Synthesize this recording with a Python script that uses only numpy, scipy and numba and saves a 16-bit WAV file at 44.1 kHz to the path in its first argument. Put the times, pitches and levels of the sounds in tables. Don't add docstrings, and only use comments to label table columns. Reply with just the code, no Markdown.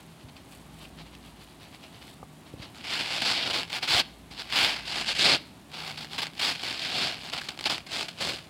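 import sys
import numpy as np
from scipy import signal
from scipy.fft import rfft, irfft
from scipy.io import wavfile
from numba import njit

SR = 44100
rng = np.random.default_rng(int(sys.argv[2]) if len(sys.argv) > 2 else 0)


def put_to_file(sound):
    columns = np.atleast_2d(sound).T
    safe = np.clip(columns, -1, 1)
    whole_steps = np.round(safe * 32767)
    wavfile.write(sys.argv[1], SR, whole_steps.astype(np.int16))


N = 374409
TIME = np.arange(N) / SR


def undb(db):
    return np.exp(np.asarray(db) * np.log(10) / 20)


def unit(x):
    return x / np.sqrt(np.mean(x ** 2))


def walk(rate):
    return unit(np.interp(TIME * rate, np.arange(N), rng.standard_normal(N)))


def lowpass(x, hz, order=2):
    return signal.sosfilt(signal.butter(order, hz, fs=SR, output="sos"), x)


@njit
def bandpass(x, hz, width_hz):
    y, band_state, low_state = np.empty(len(x)), 0., 0.
    for i in range(len(x)):
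        g, damping = np.tan(np.pi * hz[i] / SR), width_hz / hz[i]
        band = (band_state + g * (x[i] - low_state)) / (1 + g * (g + damping))
        band_state = 2 * band - band_state
        low_state += 2 * g * band
        y[i] = damping * band
    return y


def shelf(x, hz, below_db, above_db):
    below = lowpass(lowpass(x, hz, order=3)[::-1], hz, order=3)[::-1]
    return below * undb(below_db) + (x - below) * undb(above_db)


def colour(x, points, size=4096):
    hz, db = np.transpose(points)
    bin_hz = np.maximum(np.arange(size // 2 + 1) * SR / size, 1)
    gain = undb(np.interp(np.log(bin_hz), np.log(hz), db))
    cepstrum = irfft(np.log(gain))
    cepstrum[1:size // 2] *= 2
    cepstrum[size // 2 + 1:] = 0
    response = irfft(np.exp(rfft(cepstrum)))
    return signal.oaconvolve(x, response / np.linalg.norm(response))[:N]


def swell(s, rise_s, hold_s, release_s, sag_db_per_s=7):
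    early = np.maximum(s - TIME, 0) / rise_s
    late = np.maximum(TIME - s - hold_s, 0) / release_s
    return -20 * (early ** 1.42 + late ** 1.26) - sag_db_per_s * np.clip(TIME - s, 0, hold_s)


# frequency in Hz, relative level in dB.
VENTILATION_SPECTRUM = [(15, -44), (25, -4), (269, 0), (425, -10), (500, -14), (672, -9), (905, -11.5),
                        (1220, -14.5), (1320, -17.5), (1430, -18), (2150, -19), (3880, -21.5), (5090, -27),
                        (7220, -29), (15800, -38.5)]


def ventilation():
    return colour(rng.standard_normal(N), VENTILATION_SPECTRUM) * undb(-50.5 + 0.4 * walk(4.8))


# peak time in seconds, level in dB, then rise, hold and
# release in seconds.
HUM_SWELLS = [(.85, -52, .5, .75, .2), (4.15, -52.5, .25, 0.56, .35), (4.85, -51.5, .25, .35, .35)]


def hum():
    low_db = np.max([db + swell(s, *shape) for s, db, *shape in HUM_SWELLS], axis=0)
    low_hz = 56.5 + 1.3 * walk(9)
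    low = np.sin(2 * np.pi * np.cumsum(low_hz) / SR) * undb(low_db + 1.5 * walk(6.9))
    drone_hz = 157 + 6 * walk(25)
    drone = np.sin(2 * np.pi * np.cumsum(drone_hz) / SR) * undb(-59 + 5.8 * walk(11))
    return low + drone


# frequency in Hz, rms level in dB.
WHINE_TONES = [(8258, -85), (8559, -85), (8856, -85), (9157, -84), (9518, -85), (9814, -84), (10115, -83),
               (10411, -84), (10713, -83), (11014, -85), (11310, -85), (11612, -86), (14664, -89),
               (15262, -88)]


def whine():
    return sum(np.sqrt(2) * undb(db) * np.sin(2 * np.pi * (hz * TIME + rng.random()))
               for hz, db in WHINE_TONES)


def room(x, t60_s, wet_db, dull_hz, build_s):
    age = TIME[:SR]
    envelope = undb(-60 * age / t60_s) * (1 - np.exp(-age / build_s))
    tail = lowpass(rng.standard_normal(SR) * envelope, dull_hz)
    return undb(wet_db) * signal.oaconvolve(x, tail / np.linalg.norm(tail))[:N]


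# frequency in Hz, relative level in dB, seconds to fall 60 dB.
BUMP_MODES = [(78, -23, .08), (163, 6, 0.024), (338, -4, 0.027), (546, 8, 0.033), (800, 16, 0.02),
              (1170, 15, 0.019)]
# start in seconds, peak level in dB, treble cutoff in Hz.
BUMPS = [(0.243, -35, 131), (2.229, -27.5, 1250), (2.538, -26, 423), (2.597, -29, 260), (3.94, -29, 105),
         (4.310, -37, 300)]


def bumps():
    out, age = np.zeros(N), TIME[:SR // 5]
    ring = sum(undb(db - 60 * age / t60) * np.sin(2 * np.pi * hz * age) for hz, db, t60 in BUMP_MODES)
    for s, db, cutoff_hz in BUMPS:
        knock = lowpass(ring, cutoff_hz, order=4)
        out[int(s * SR):][:len(age)] += undb(db) * knock / np.abs(knock).max()
    return out


def fibres(per_s, scatter_db):
    chance = np.clip(per_s / SR, 1 / SR, 1)
    released = rng.random(N) < chance
    return unit(released * undb(scatter_db * rng.standard_normal(N)) / np.sqrt(chance))


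def sliding(level_db, per_s, growth_db, clump_db, smooth_db):
    speed = undb(growth_db * (level_db + 29.5) / 10)
    depth_db = clump_db * (0.32 + 0.61 / (1 + (speed * undb(smooth_db)) ** 4))
    catch_db = depth_db * unit(walk(600) + 0.34 * walk(170))
    clumps = undb(catch_db - depth_db ** 2 * np.log(10) / 20)
    return fibres(per_s * speed, scatter_db=3.5) * clumps * undb(level_db)


def bursts(rows, rise_s, gain_db):
    power = np.zeros(N)
    for s, db, length_s in rows:
        age = TIME[:min(SR // 5, N - int(s * SR))]
        shape = (1 - np.exp(-age / rise_s)) * np.exp(-(age / length_s) ** 2)
        power[int(s * SR):][:len(age)] += (undb(db + gain_db) * shape) ** 2
    return np.sqrt(power)


# start in seconds, relative level in dB, length in seconds, pitch in Hz.
CREAKS = [(0.851, -39, .004, 2730), (1.15, -31.5, 0.0035, 2930), (1.83, -45.5, 0.033, 2770),
          (7.395, -26, .004, 2700), (7.413, -33.5, 0.01, 1600)]


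def creaks():
    out, judder = np.zeros(N), fibres(12000, scatter_db=5)
    for s, db, length_s, hz in CREAKS:
        ring = unit(bandpass(judder, np.full(N, float(hz)), width_hz=300.0))
        out += ring * bursts([(s, db, length_s)], rise_s=0.0013, gain_db=-3.5)
    return out


# frequency in Hz, relative level in dB.
SCRATCH_SPECTRUM = [(60, -3), (200, -9.5), (800, -1.5), (1600, -7.5), (2300, -4), (3000, -1), (3700, -3.5),
                    (4500, -4), (5800, -15.5), (15800, -50)]
SKIN_SPECTRUM = [(4500, -20), (6500, -1.5), (8000, 4), (11000, 0.5), (15800, -8), (18000, -40)]
# peak time in seconds, relative scratch level in dB, rise and
# release in seconds, relative skin level in dB.
FINGER_SHIFTS = [ (0.0, -53.5, .02, .06, -64), (0.11, -58, 0.055, .06, -66), (0.21, -59, .06, 0.074, -67),
                 (0.29, -51, .012, .015, -70), (0.365, -49, 0.013, .045, -66),
                 (0.53, -56.5, 0.066, .14, -56.5), (0.84, -49, 0.12, 0.056, -58),
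                 (0.997, -45.5, 0.033, 0.045, -68), (1.063, -52.5, 0.024, 0.041, -78),
                 (1.138, -50.5, 0.027, 0.035, -78), (1.265, -53.5, 0.093, 0.082, -65),
                 (1.42, -51, 0.068, .065, -63), (1.5, -55.5, .04, 0.1, -66), (1.62, -50, 0.035, 0.1, -66),
                 (1.752, -50.5, 0.053, 0.028, -62), (1.835, -51, 0.065, 0.1, -66),
                 (1.947, -51, .06, 0.11, -64), (2.022, -48.5, .02, 0.052, -63),
                 (2.085, -51.5, 0.084, 0.13, -58.5), (2.48, -55.5, .07, .08, -67),
                 (2.628, -45, 0.062, 0.072, -66)]


def fingers(hold_s=0.006):
    scratch_power, skin_power = undb(-66) ** 2, undb(-67.5) ** 2
    for s, scratch_db, rise_s, release_s, skin_db in FINGER_SHIFTS:
        swell_db = swell(s, rise_s, hold_s, release_s).clip(-120)
        scratch_power += undb(scratch_db + swell_db) ** 2
        skin_power += undb(skin_db + swell_db) ** 2
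    scratch_db, skin_db = 10 * np.log10(scratch_power) + 0.5, 10 * np.log10(skin_power) - 0.5
    scratch = sliding(scratch_db, per_s=11000, growth_db=3, clump_db=2.5, smooth_db=1)
    brush = sliding(skin_db, per_s=13000, growth_db=4, clump_db=3.5, smooth_db=0)
    return colour(scratch, SCRATCH_SPECTRUM) + colour(brush, SKIN_SPECTRUM)


# time of full speed in seconds, level
# in dB, then rise, hold and release in seconds, foam body and fibre-tip sizzle in dB relative to the
# scratch, ring of the fully stretched mat in Hz.
STROKES = [ (2.756, -48.5, .02, 0.016, 0.087, -0.5, -10, 3550),
           (2.934, -29.5, 0.13, 0.074, 0.091, -10, -16.5, 3100),
           (3.136, -30, 0.14, 0.076, 0.091, -10, -15.5, 3500),
           (3.25, -25, .03, 0.061, 0.15, -10.5, -16, 4200),
           (3.39, -30.5, 0.14, 0.046, .08, -13.5, -23, 3150),
           (3.467, -32, 0.077, 0.045, .06, -6, -16.5, 3520),
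           (3.548, -29.5, 0.054, 0.037, 0.079, -8.5, -16, 3500),
           (3.747, -32, 0.06, 0.023, 0.042, -7.5, -15, 3080),
           (3.824, -33.5, 0.018, 0.016, .05, -8, -18, 3700),
           (3.924, -21.5, 0.07, .08, 0.022, -9.5, -16.5, 3700),
           (4.315, -49.5, .015, .03, .07, -10, -15, 3550),
           (4.396, -36, 0.044, .015, 0.061, -8.5, -16.5, 4000),
           (4.575, -22.5, 0.086, 0.058, .19, -9, -17, 3040),
           (4.883, -33, .06, 0.029, 0.076, -11, -16, 3960), (4.978, -31, 0.11, 0.027, .07, -8, -13.5, 2840),
           (5.089, -27, 0.052, 0.031, 0.02, -13.5, -15, 3600),
           (5.197, -23.5, 0.07, 0.052, 0.054, -15, -15, 3600),
           (5.26, -20.5, 0.055, 0.076, 0.048, -9.5, -16.5, 3930),
           (5.751, -39, 0.051, 0.088, .08, -5.5, -16.5, 3550),
           (5.878, -38, 0.069, .03, 0.058, -7, -15, 3100),
           (5.989, -38.5, 0.055, 0.038, 0.057, -8.5, -16, 3830),
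           (6.136, -38.5, 0.066, 0.016, 0.042, -6.5, -14.5, 3700),
           (6.185, -33, .02, 0.044, .07, -8.5, -15.5, 3520),
           (6.431, -26.5, 0.064, 0.068, 0.073, -10, -15.5, 3600),
           (6.654, -33, 0.14, .06, 0.19, -10.5, -16, 3650),
           (6.819, -33, 0.1, 0.035, 0.11, -13, -17.5, 3630),
           (7.002, -27.5, 0.2, 0.043, 0.17, -9.5, -17, 3780),
           (7.256, -40, .08, 0.033, .05, -7.5, -14.5, 3700),
           (7.328, -35.5, .015, 0.045, 0.06, -7, -15.5, 3480),
           (7.433, -42, .04, .02, .045, -10, -12.5, 3450),
           (7.478, -41.5, .02, 0.0071, 0.11, -5, -14.5, 3580),
           (7.61, -45, 0.022, .025, .05, -7.5, -13, 3470),
           (7.657, -28.5, 0.016, .012, .025, -8.5, -17, 3570),
           (7.703, -28, 0.016, 0.019, 0.076, -8, -15, 3680),
           (7.937, -32.5, .06, 0.082, 0.066, -9, -13, 3520),
           (8.087, -45, .012, 0.0085, 0.12, -10, -13, 3550),
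           (8.22, -31, 0.055, 0.061, .15, -7.5, -13.3, 3700)]


def strokes(octaves_per_db=0.02):
    power, foam, tips, mat = 0, 0, 0, 0
    for s, db, rise_s, hold_s, release_s, foam_db, tips_db, mat_hz in STROKES:
        slowing_db = swell(s, rise_s, hold_s, release_s).clip(-120)
        share = undb(db + slowing_db) ** 2
        power += share
        foam += share * foam_db
        tips += share * tips_db
        mat += share * mat_hz * 2 ** (octaves_per_db * slowing_db)
    return 10 * np.log10(power), foam / power, tips / power, mat / power


def sticking(rows, hold_s, hush_db):
    gain, lead_s = np.ones(N), TIME[:SR // 10][::-1]
    dip = undb(hush_db * np.exp(-(lead_s / hold_s) ** 2))
    for s, *_ in rows:
        gain[int(s * SR) - len(dip):int(s * SR)] *= dip
    return gain


# start in seconds, relative level in dB, length in seconds.
TUFT_SLIPS = [(2.619, -27, 0.026), (2.837, -39, 0.018), (3.215, -11.5, 0.02), (3.248, -27, 0.017),
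              (3.498, -12.5, 0.014), (3.53, -15.5, 0.035), (3.696, -18, 0.011), (3.732, -30, 0.02),
              (3.824, -13, 0.025), (3.875, -10, 0.017), (4.305, -31, 0.036), (5.187, -10, 0.011),
              (5.732, -26, 0.015), (5.9727, -18.5, 0.012), (6.005, -18, 0.007), (6.179, -12.5, 0.016),
              (6.217, -13, 0.014), (6.3924, -7.5, 0.01), (6.63, -26, 0.02), (7.327, -18, 0.018),
              (7.3756, -14, 0.011), (7.408, -18.5, 0.014), (7.4848, -8.5, 0.0084), (7.654, -9, 0.022),
              (7.695, -12.5, 0.018), (7.863, -22, 0.013), (8.082, -12.5, 0.0081), (8.205, -15, 0.019)]
# start in seconds, relative level in dB.
FIBRE_SNAPS = [(0.366, -35), (0.523, -36), (1.746, -37), (1.8385, -34), (2.025, -35), (2.079, -33.5),
               (2.848, -24), (3.1057, -24), (3.2193, -15), (3.4268, -18), (3.6314, -19), (3.729, -18),
               (5.883, -31), (6.132, -23), (6.2316, -16), (6.268, -23), (7.2987, -25), (7.3339, -20),
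               (7.365, -28), (7.3904, -28), (7.575, -27), (7.59, -24), (7.595, -24), (7.6091, -20),
               (7.64, -19), (7.657, -17), (7.78, -18.5), (8.009, -17.5)]


def scouring(rub_db, snap_s=0.0016):
    rub = sliding(rub_db, per_s=9000, growth_db=4, clump_db=4.5, smooth_db=4.5)
    rub *= sticking(TUFT_SLIPS, hold_s=0.011, hush_db=-5)
    rub *= sticking(FIBRE_SNAPS, hold_s=0.016, hush_db=-1)
    slips = bursts(TUFT_SLIPS, rise_s=0.004, gain_db=-14.5) * fibres(9000, scatter_db=3)
    snap_rows = [(s, db, snap_s) for s, db in FIBRE_SNAPS]
    snaps = bursts(snap_rows, rise_s=0.00063, gain_db=-2.5) * fibres(36000, scatter_db=2.5)
    return rub + slips + snaps


# frequency in Hz, relative level in dB.
PAD_SPECTRUM = [(820, -33), (1400, -10), (1580, -1), (1880, -5), (2110, -0.5), (2500, -0.5), (2970, -1),
                (3960, -3), (4400, 0), (4990, -2), (5750, -12.5), (6200, -22), (8060, -57), (13600, -120)]
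TIPS_SPECTRUM = [(3530, -40), (6000, -0.5), (7970, -0.5), (8850, -5.5), (10700, -7.5), (13400, -18.5),
                 (15100, -16), (15800, -19)]
FOAM_SPECTRUM = [(32, -37), (55, -28), (86, -10.5), (130, -5.5), (162, -7), (337, -4.5), (381, -6.5),
                 (546, -6.5), (594, -6.5), (762, -5), (1000, -6.5), (1080, -5.5), (1500, -4), (1950, -32),
                 (3300, -120)]
# time in seconds,
# pitch of the cupped hands' hollow in Hz, gain of the highest treble in dB.
GRIPS = [(3.0, 796, 0), (3.3, 720, -2), (3.48, 664, 1), (3.7, 810, 4), (4.35, 770, 2), (4.6, 890, 4.5),
         (5.0, 754, -5), (5.3, 630, -5), (5.8, 840, 5), (6.4, 830, 3), (6.85, 666, -1), (7.6, 805, 2.5),
         (7.95, 690, -2), (8.3, 610, 0)]


def sponges(cup_hz=422, cup_db_per_octave=-15, screen_hz=11000):
    rub_db, foam_db, tips_db, mat_hz = strokes()
    grip_s, grip_hz, grip_db = np.transpose(GRIPS)
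    hollow_hz, top_db = np.interp(TIME, grip_s, grip_hz), np.interp(TIME, grip_s, grip_db)
    to_pad, to_tips, to_foam = scouring(rub_db) * rng.choice([-1, 1], (3, N))
    pad = colour(to_pad, PAD_SPECTRUM)
    pad = undb(-4) * pad + undb(-5) * bandpass(pad, np.clip(mat_hz, 2700, 6000), width_hz=1980.0)
    foam = colour(to_foam, FOAM_SPECTRUM)
    foam = undb(-2.5) * foam + undb(-0.5) * bandpass(foam, hollow_hz, width_hz=237.0)
    foam = shelf(foam, cup_hz, below_db=cup_db_per_octave * np.log2(hollow_hz / 780), above_db=0)
    tips = shelf(colour(to_tips, TIPS_SPECTRUM), screen_hz, below_db=0, above_db=top_db)
    return pad + tips * undb(tips_db) + foam * undb(foam_db)


def scene():
    near = sponges() + fingers() + creaks() + bumps()
    echo = room(near, t60_s=0.47, wet_db=-25, dull_hz=5670, build_s=0.0014)
    return (near + echo + ventilation() + hum() + whine())[None]


def record(dry, low_cut_hz=51.7, top_hz=15850):
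    thin = signal.sosfilt(signal.butter(6, low_cut_hz, "highpass", fs=SR, output="sos"), dry)
    return signal.sosfilt(signal.ellip(10, .2, 70, top_hz, fs=SR, output="sos"), thin)


dry = scene()
out = record(dry)
put_to_file(out)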